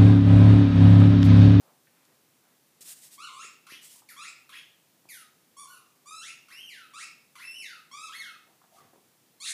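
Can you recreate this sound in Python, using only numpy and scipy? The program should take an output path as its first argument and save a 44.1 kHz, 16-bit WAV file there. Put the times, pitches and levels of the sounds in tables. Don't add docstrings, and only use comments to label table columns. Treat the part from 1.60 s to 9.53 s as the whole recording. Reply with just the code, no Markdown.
import sys
import numpy as np
from scipy import signal
from scipy.fft import rfft, irfft, next_fast_len
from scipy.io import wavfile
from scipy.ndimage import map_coordinates

SR = 44100
rng = np.random.default_rng(int(sys.argv[2]) if len(sys.argv) > 2 else 0)


def pcm_store(signal):
    levels = np.round(np.clip(np.atleast_2d(signal), -1, 1) * 32767)
    wavfile.write(sys.argv[1], SR, levels.astype(np.int16).T)


N = 349713

# frequency in Hz, relative density in dB.
ROOM_TONE_COLOUR = [(18, -68), (30, -27), (64, -27), (81, -15.5), (147, -1.5), (212, -4), (255, -1.5),
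                    (283, -5.5), (322, -3.5), (377, -6.5), (602, -9), (1420, -13.5), (2000, -13.5),
                    (4610, -15), (15300, -15.5)]
# frequency in Hz, t60 in seconds.
TAIL_T60 = [(200, 0.78), (1000, 0.49), (3000, 0.51), (6000, 0.43), (12000, 0.2)]
# start in seconds, level at the strike in dB, centre in Hz,
# width in octaves, t60 in seconds.
KNOCK_HITS = [(0.271, -58.5, 1870, 0.37, 0.055), (0.452, -54, 6000, 0.68, .015),
              (1.207, -56, 330, 0.45, 0.037), (1.845, -49.5, 330, 0.63, 0.021),
              (2.121, -43.5, 212, 0.33, 0.017), (2.359, -58, 980, 0.099, 0.028),
              (2.42, -55, 970, 0.23, 0.044), (3.455, -47.5, 430, 0.71, 0.015),
              (7.016, -54, 1080, 0.42, 0.031), (7.04, -57, 990, 0.57, 0.062),
              (7.204, -62, 139, 0.45, 0.091), (7.244, -61, 150, 0.9, 0.16), (7.332, -54.5, 400, 1, 0.1),
              (7.359, -54, 600, 0.48, 0.036), (7.378, -60, 400, 0.98, 0.068)]
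# start and length in seconds, level in dB, centre in Hz,
# width in octaves.
RUB_STROKES = [(0, 0.17, -64, 665, 0.77), (0.239, 0.37, -71.5, 985, 1.2), (0.478, 0.076, -68, 324, 0.81),
               (0.795, 0.16, -70.5, 900, 1.1), (6.86, 0.078, -64.5, 636, 0.46),
               (7.114, 0.068, -61, 710, 0.22), (7.15, 0.098, -58, 1200, 0.09),
               (7.157, 0.14, -62.5, 550, 1.37), (7.11, .13, -63, 4470, 1.3)]
# start and length in seconds, level in dB,
# rise and fall in seconds.
AIR_PUFFS = [(1.206, 0.031, -48, 0.0044, .008), (1.227, 0.12, -44, 0.059, 0.018),
             (1.354, 0.059, -55.5, 0.0091, .02), (1.397, 0.11, -49.5, 0.041, 0.055),
             (1.498, 0.085, -50, 0.032, 0.04), (2.207, 0.082, -50, 0.036, 0.028),
             (2.263, 0.11, -52, 0.048, .03), (2.357, 0.064, -56.5, 0.0035, 0.022)]
# frequency in Hz, relative density in dB.
PUFF_COLOUR = [(60, -48), (530, -18), (900, -17.5), (1210, -18.5), (1730, -13), (4900, -6.5), (5260, -5.5),
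               (6140, -6), (8360, -1), (13400, -8.5), (15300, -10)]

# start in seconds, opening level in dB.
RELEASE_CHIRPS = [(2.066, -46.5), (2.891, -47), (4.883, -50.5), (5.753, -44.5)]
# start and rise in seconds, held pitch in Hz, hold, fall and surge delay
# in seconds, surge height in Hz, surge width in seconds, level and overtones in dB,
# brightness in dB per octave, jitter as a share of the pitch.
SLOW_REFILLS = [(2.084, .04, 2644, 0.041, 0.0034, .08, 750, .02, -47.5, -9, 0, .045),
                (2.917, .052, 2944, 0.02, 0.004, 0.071, 510, 0.013, -46, -8, -4.5, 0.01),
                (4.074, 0.0011, 1320, 0.048, 0.23, 0.045, 168.8, 0.027, -50.5, -5, 6.5, 0),
                (4.898, .032, 2600, .158, .19, .128, 600, .038, -47.5, -10.5, -1, 0),
                (5.776, 0.063, 2678, 0.17, .185, .186, 300, 0.016, -45, -10.5, -1, 0.01),
                (6.51, 0.043, 2122, .045, 0.17, 0.0582, 50.2, 0.019, -43, -9, -2, 0)]
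# start in seconds, first pitch in Hz, fall in seconds,
# level and overtones in dB, brightness in dB per octave.
QUICK_GULPS = [(2.487, 2464, .056, -47, -8, 7), (3.487, 2476, 0.16, -50, -4, 7.5)]
# pitch in Hz, gain in dB.
INFLOW_FUNDAMENTAL = [(1130, -30), (1260, -11.5), (1420, -6.5), (1700, -5.5), (2000, 1), (2650, 0),
                      (3000, 2), (3500, -6)]
INFLOW_OVERTONES = [(1130, -43.5), (1260, -14.5), (1420, -8.5), (1700, -1), (2000, 0.5), (2700, 5),
                    (3400, -1.5)]

# start and climb in seconds, crest in Hz, climb bend, finish in seconds, end pitch in Hz,
# finish bend, level and its swell in the finish in dB, overtones and their change in the finish in dB,
# brightness in dB per octave, overblown rasp from 0 to 1. A bend under 1 moves early, over 1 late.
BITES = [(1.578, 0.067, 1478, 0.79, 0.055, 976, 1.01, -44, 0, -12.5, -2.5, -5.5, 0.3),
         (1.70, .118, 1394, 1.82, .046, 2846, 0.84, -45, -4.5, -13.5, 4, -4, 0),
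         (2.562, 0.076, 1403, .85, 0.055, 2703, 0.49, -44.5, 0.5, -11, 0.5, -5.5, 0.05),
         (3.966, 0.044, 1180, 0.52, 0.055, 1021, 0.71, -45, 0, -10, -9.5, 3, 0),
         (4.457, .16, 1368, .36, .09, 2820, .95, -47.5, 1.5, -9.5, -4.5, -1, 0.02),
         (5.334, .05, 1398, 0.62, .063, 2792, .8, -43.5, 0.5, -10.5, 1, -5, .02),
         (6.312, 0.13, 1323, .6, 0.057, 998, 1.49, -44, -5, -10, 0, -6, 0),
         (7.8, .054, 1400, 1.2, 0.06, 2217, 0.14, -54.5, 13.5, 8.5, -11, -1, 0.13)]
# pitch in Hz, gain in dB.
OUTFLOW_FUNDAMENTAL = [(1000, -6), (1070, -4.5), (1170, -4), (1300, 0), (1430, -6), (1750, -6), (2050, -1),
                       (2700, 1)]
OUTFLOW_OVERTONES = [(1000, -13), (1070, -8), (1200, -5), (1330, -1.5), (1450, 1), (2000, .5), (2700, 3.5)]
# frequency in Hz, gain in dB.
INFLOW_COLOUR = [(2000, 10.5), (3000, 6), (4200, 1), (5500, -4.5), (7000, -8), (8000, -14.5), (9300, -5),
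                 (11000, -5.5), (13100, -13), (14200, -38)]
OUTFLOW_COLOUR = [(2000, -2), (3000, 4.5), (4200, 2), (5500, 1), (7000, 4.5), (8000, 1), (9300, 4.5),
                  (10700, -4.5), (11800, -14.5), (15000, -24)]

ROOM_TONE_DB, TOP_HZ = -65, 15400
BITE_ONSET_HZ, SLACK_HZ = 1038, 1133
RELAX = 2.8
CHIRP_HZ, CHIRP_END_HZ, CHIRP_DROP_S, CHIRP_S = 1690, 1038, .0035, 0.017
CHIRP_FADE_DB_PER_S, CHIRP_OVERTONES_DB = 659, -9.5
BUILD_DB, BUILD_S = 4, 0.0041
WOBBLE, WOBBLE_RATE = 0.0038, 69.2
SHIMMER_DB, SHIMMER_RATE = 3.5, 55.6


def amp(db):
    return 10 ** (np.asarray(db) / 20)


def unit(x):
    return x / np.sqrt(np.mean(x ** 2) + 1e-20)


def along(points, hz):
    point_hz, values = np.transpose(points)
    return np.interp(np.log(hz + 1), np.log(point_hz + 1), values)


def filtered(x, response):
    size = next_fast_len(len(x) + 8192)
    return irfft(rfft(x, size) * response(np.fft.rfftfreq(size, 1 / SR)), size)[:len(x)]


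def noise(colour):
    return unit(filtered(rng.standard_normal(N), lambda hz: amp(along(colour, hz))))


def band(centre_hz, octaves):
    bell = lambda hz: np.exp(-.5 * (np.log2((hz + 1) / centre_hz) / octaves) ** 2)
    return unit(filtered(rng.standard_normal(SR // 2), bell))


def flutter(t, rate):
    return map_coordinates(rng.standard_normal(4096), [t * rate], mode="wrap")


def clock(length):
    return np.arange(round(length * SR)) / SR


def progress(t, start, length):
    return np.clip((t - start) / length, 0, 1)


def gate(t, length, rise, fall):
    return np.clip(t / rise, 0, 1) * np.clip((length - t) / fall, 0, 1)


def add(track, start, sound):
    part = track[max(round(start * SR), 0):][:len(sound)]
    part += sound[:len(part)]


def room(x, wet, early=0.058, early_t60=0.36, predelay=.005):
    hz, t, spectrum = signal.stft(rng.standard_normal(SR * 3 // 4), SR, nperseg=256)
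    decay = lambda t60: amp(-60 * t / t60) ** 2 * 2 * np.log(1000) / (t60 * SR)
    power = early * decay(early_t60) + (1 - early) * decay(along(TAIL_T60, hz)[:, None])
    echoes = signal.istft(spectrum * np.sqrt(power), SR, nperseg=256)[1]
    response = np.sqrt(wet) * np.pad(echoes, (round(predelay * SR), 0))
    response[0] = np.sqrt(1 - wet)
    return signal.fftconvolve(x, response)


def room_tone():
    return amp(ROOM_TONE_DB) * noise(ROOM_TONE_COLOUR)


def knocks_and_rubs():
    out, t = np.zeros(N), clock(.5)
    for start, db, hz, octaves, t60 in KNOCK_HITS:
        envelope = amp(-60 * t / t60) * (1 - np.exp(-t / 0.00035))
        rms = amp(db) * np.sqrt(np.mean(envelope ** 2))
        add(out, start, rms * unit(envelope * band(hz, octaves)))
    for start, length, db, hz, octaves in RUB_STROKES:
        swell = np.sin(np.pi * np.minimum(t / length, 1))
        add(out, start, amp(db) * swell * band(hz, octaves))
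    low_cut = signal.butter(4, 90, "highpass", fs=SR, output="sos")
    return room(signal.sosfilt(low_cut, out), wet=0.28)[:N]


def puffs():
    t = np.arange(N) / SR
    flow = sum(amp(db) * gate(t - start, length, rise, fall) for start, length, db, rise, fall in AIR_PUFFS)
    return room(flow * noise(PUFF_COLOUR), wet=0.1)[:N]


def reed(pitch, level_db, overtones_db, brightness, colour, jitter, glide_jitter,
         overblown_hz, rasp, subharmonic_db, air_db, spit_db, catch_s):
    t = clock(len(pitch) / SR)
    glide = np.minimum(np.abs(np.gradient(np.log2(pitch))) * SR, 20)
    overblown = np.clip(pitch / overblown_hz - 1, 0, .5) * 2
    unsettled = np.exp(-t / catch_s)
    shake = jitter + 0.022 * unsettled + glide_jitter * glide ** 2 + rasp * overblown
    pitch = pitch * (1 + shake * flutter(t, 700) + WOBBLE * flutter(t, WOBBLE_RATE))
    phase = 2 * np.pi * np.cumsum(pitch) / SR
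    harmonics = np.arange(2, 15)[:, None]
    hz = harmonics * pitch
    build = amp(-BUILD_DB * np.exp(-t / BUILD_S))
    shimmer_db = SHIMMER_DB * np.array([flutter(t, SHIMMER_RATE) for _ in harmonics])
    eq_db = along(colour, hz) + brightness * np.log2(hz / 5000)
    gains = build * amp(overtones_db + shimmer_db + eq_db) * (hz < SR / 2)
    offsets = rng.uniform(0, 2 * np.pi, harmonics.shape)
    stack = np.sin(phase) + np.sum(gains * np.sin(harmonics * phase + offsets), axis=0)
    stack *= 1 + overblown * amp(subharmonic_db) * np.sin(phase / 2 + flutter(t, 1100))
    leak = build * (amp(air_db + overtones_db) + amp(spit_db) * unsettled ** 2)
    air = leak * band(5700, 1.0)[:len(t)] * (1 + np.sin(phase))
    envelope = amp(level_db + flutter(t, 198.2)) * gate(t, t[-1], rise=.003, fall=0.0035)
    return (np.sqrt(2) * stack + air) * envelope


def indrawn_reed(pitch, level_db, overtones_db, brightness, jitter):
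    tone = reed(pitch, level_db, overtones_db, brightness, INFLOW_COLOUR, jitter, glide_jitter=.00009,
                overblown_hz=2720, rasp=0.037, subharmonic_db=-18, air_db=-30, spit_db=-1, catch_s=0.017)
    return room(tone, wet=0.71, early=0.059)


def suction(lift_hz, db, overtones_db, brightness, jitter):
    pitch = SLACK_HZ + lift_hz
    fundamental_db = along(INFLOW_FUNDAMENTAL, pitch)
    richness_db = overtones_db + along(INFLOW_OVERTONES, pitch) - fundamental_db
    return indrawn_reed(pitch, db + fundamental_db, richness_db, brightness, jitter)


def chirps():
    out, t = np.zeros(N), clock(CHIRP_S)
    pitch = CHIRP_END_HZ + (CHIRP_HZ - CHIRP_END_HZ) * np.exp(-t / CHIRP_DROP_S)
    for start, db in RELEASE_CHIRPS:
        level_db = db - CHIRP_FADE_DB_PER_S * t
        add(out, start, indrawn_reed(pitch, level_db, CHIRP_OVERTONES_DB, brightness=.8, jitter=0.0025))
    return out


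def refills():
    out = np.zeros(N)
    for (start, rise, held_hz, hold, fall, surge_delay, surge_hz, surge_width,
         db, overtones_db, brightness, jitter) in SLOW_REFILLS:
        t = clock(rise + hold + fall)
        pull = (held_hz - SLACK_HZ) * progress(t, 0, rise)
        surge = surge_hz * np.exp(-.5 * ((t - surge_delay) / surge_width) ** 2)
        release = np.exp(-RELAX * progress(t, rise + hold, fall))
        add(out, start, suction((pull + surge) * release, db, overtones_db, brightness, jitter))
    for start, hz, fall, db, overtones_db, brightness in QUICK_GULPS:
        lift_hz = (hz - SLACK_HZ) * np.exp(-RELAX * clock(fall) / fall)
        add(out, start, suction(lift_hz, db, overtones_db, brightness, jitter=0.0017))
    return out


def bites():
    out = np.zeros(N)
    for (start, climb, crest_hz, climb_bend, finish, end_hz, finish_bend,
         db, swell_db, overtones_db, change_db, brightness, rasp) in BITES:
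        t = clock(climb + finish)
        climbing = progress(t, 0, climb) ** climb_bend
        finishing = progress(t, climb, finish) ** finish_bend
        pitch = BITE_ONSET_HZ + (crest_hz - BITE_ONSET_HZ) * climbing + (end_hz - crest_hz) * finishing
        fundamental_db = along(OUTFLOW_FUNDAMENTAL, pitch)
        level_db = db + fundamental_db + swell_db * finishing
        richness_db = overtones_db + change_db * finishing + along(OUTFLOW_OVERTONES, pitch) - fundamental_db
        tone = reed(pitch, level_db, richness_db, brightness, OUTFLOW_COLOUR, jitter=0.00072,
                    glide_jitter=.00002, overblown_hz=1453, rasp=rasp, subharmonic_db=-21,
                    air_db=-32, spit_db=-25, catch_s=0.00083)
        add(out, start, room(tone, wet=0.71, early=0.056))
    return out


def scene():
    return (bites() + refills() + chirps() + puffs() + knocks_and_rubs() + room_tone())[None]


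def record(dry):
    return np.array([filtered(channel, lambda hz: hz < TOP_HZ) for channel in dry])


dry = scene()
out = record(dry)
pcm_store(out)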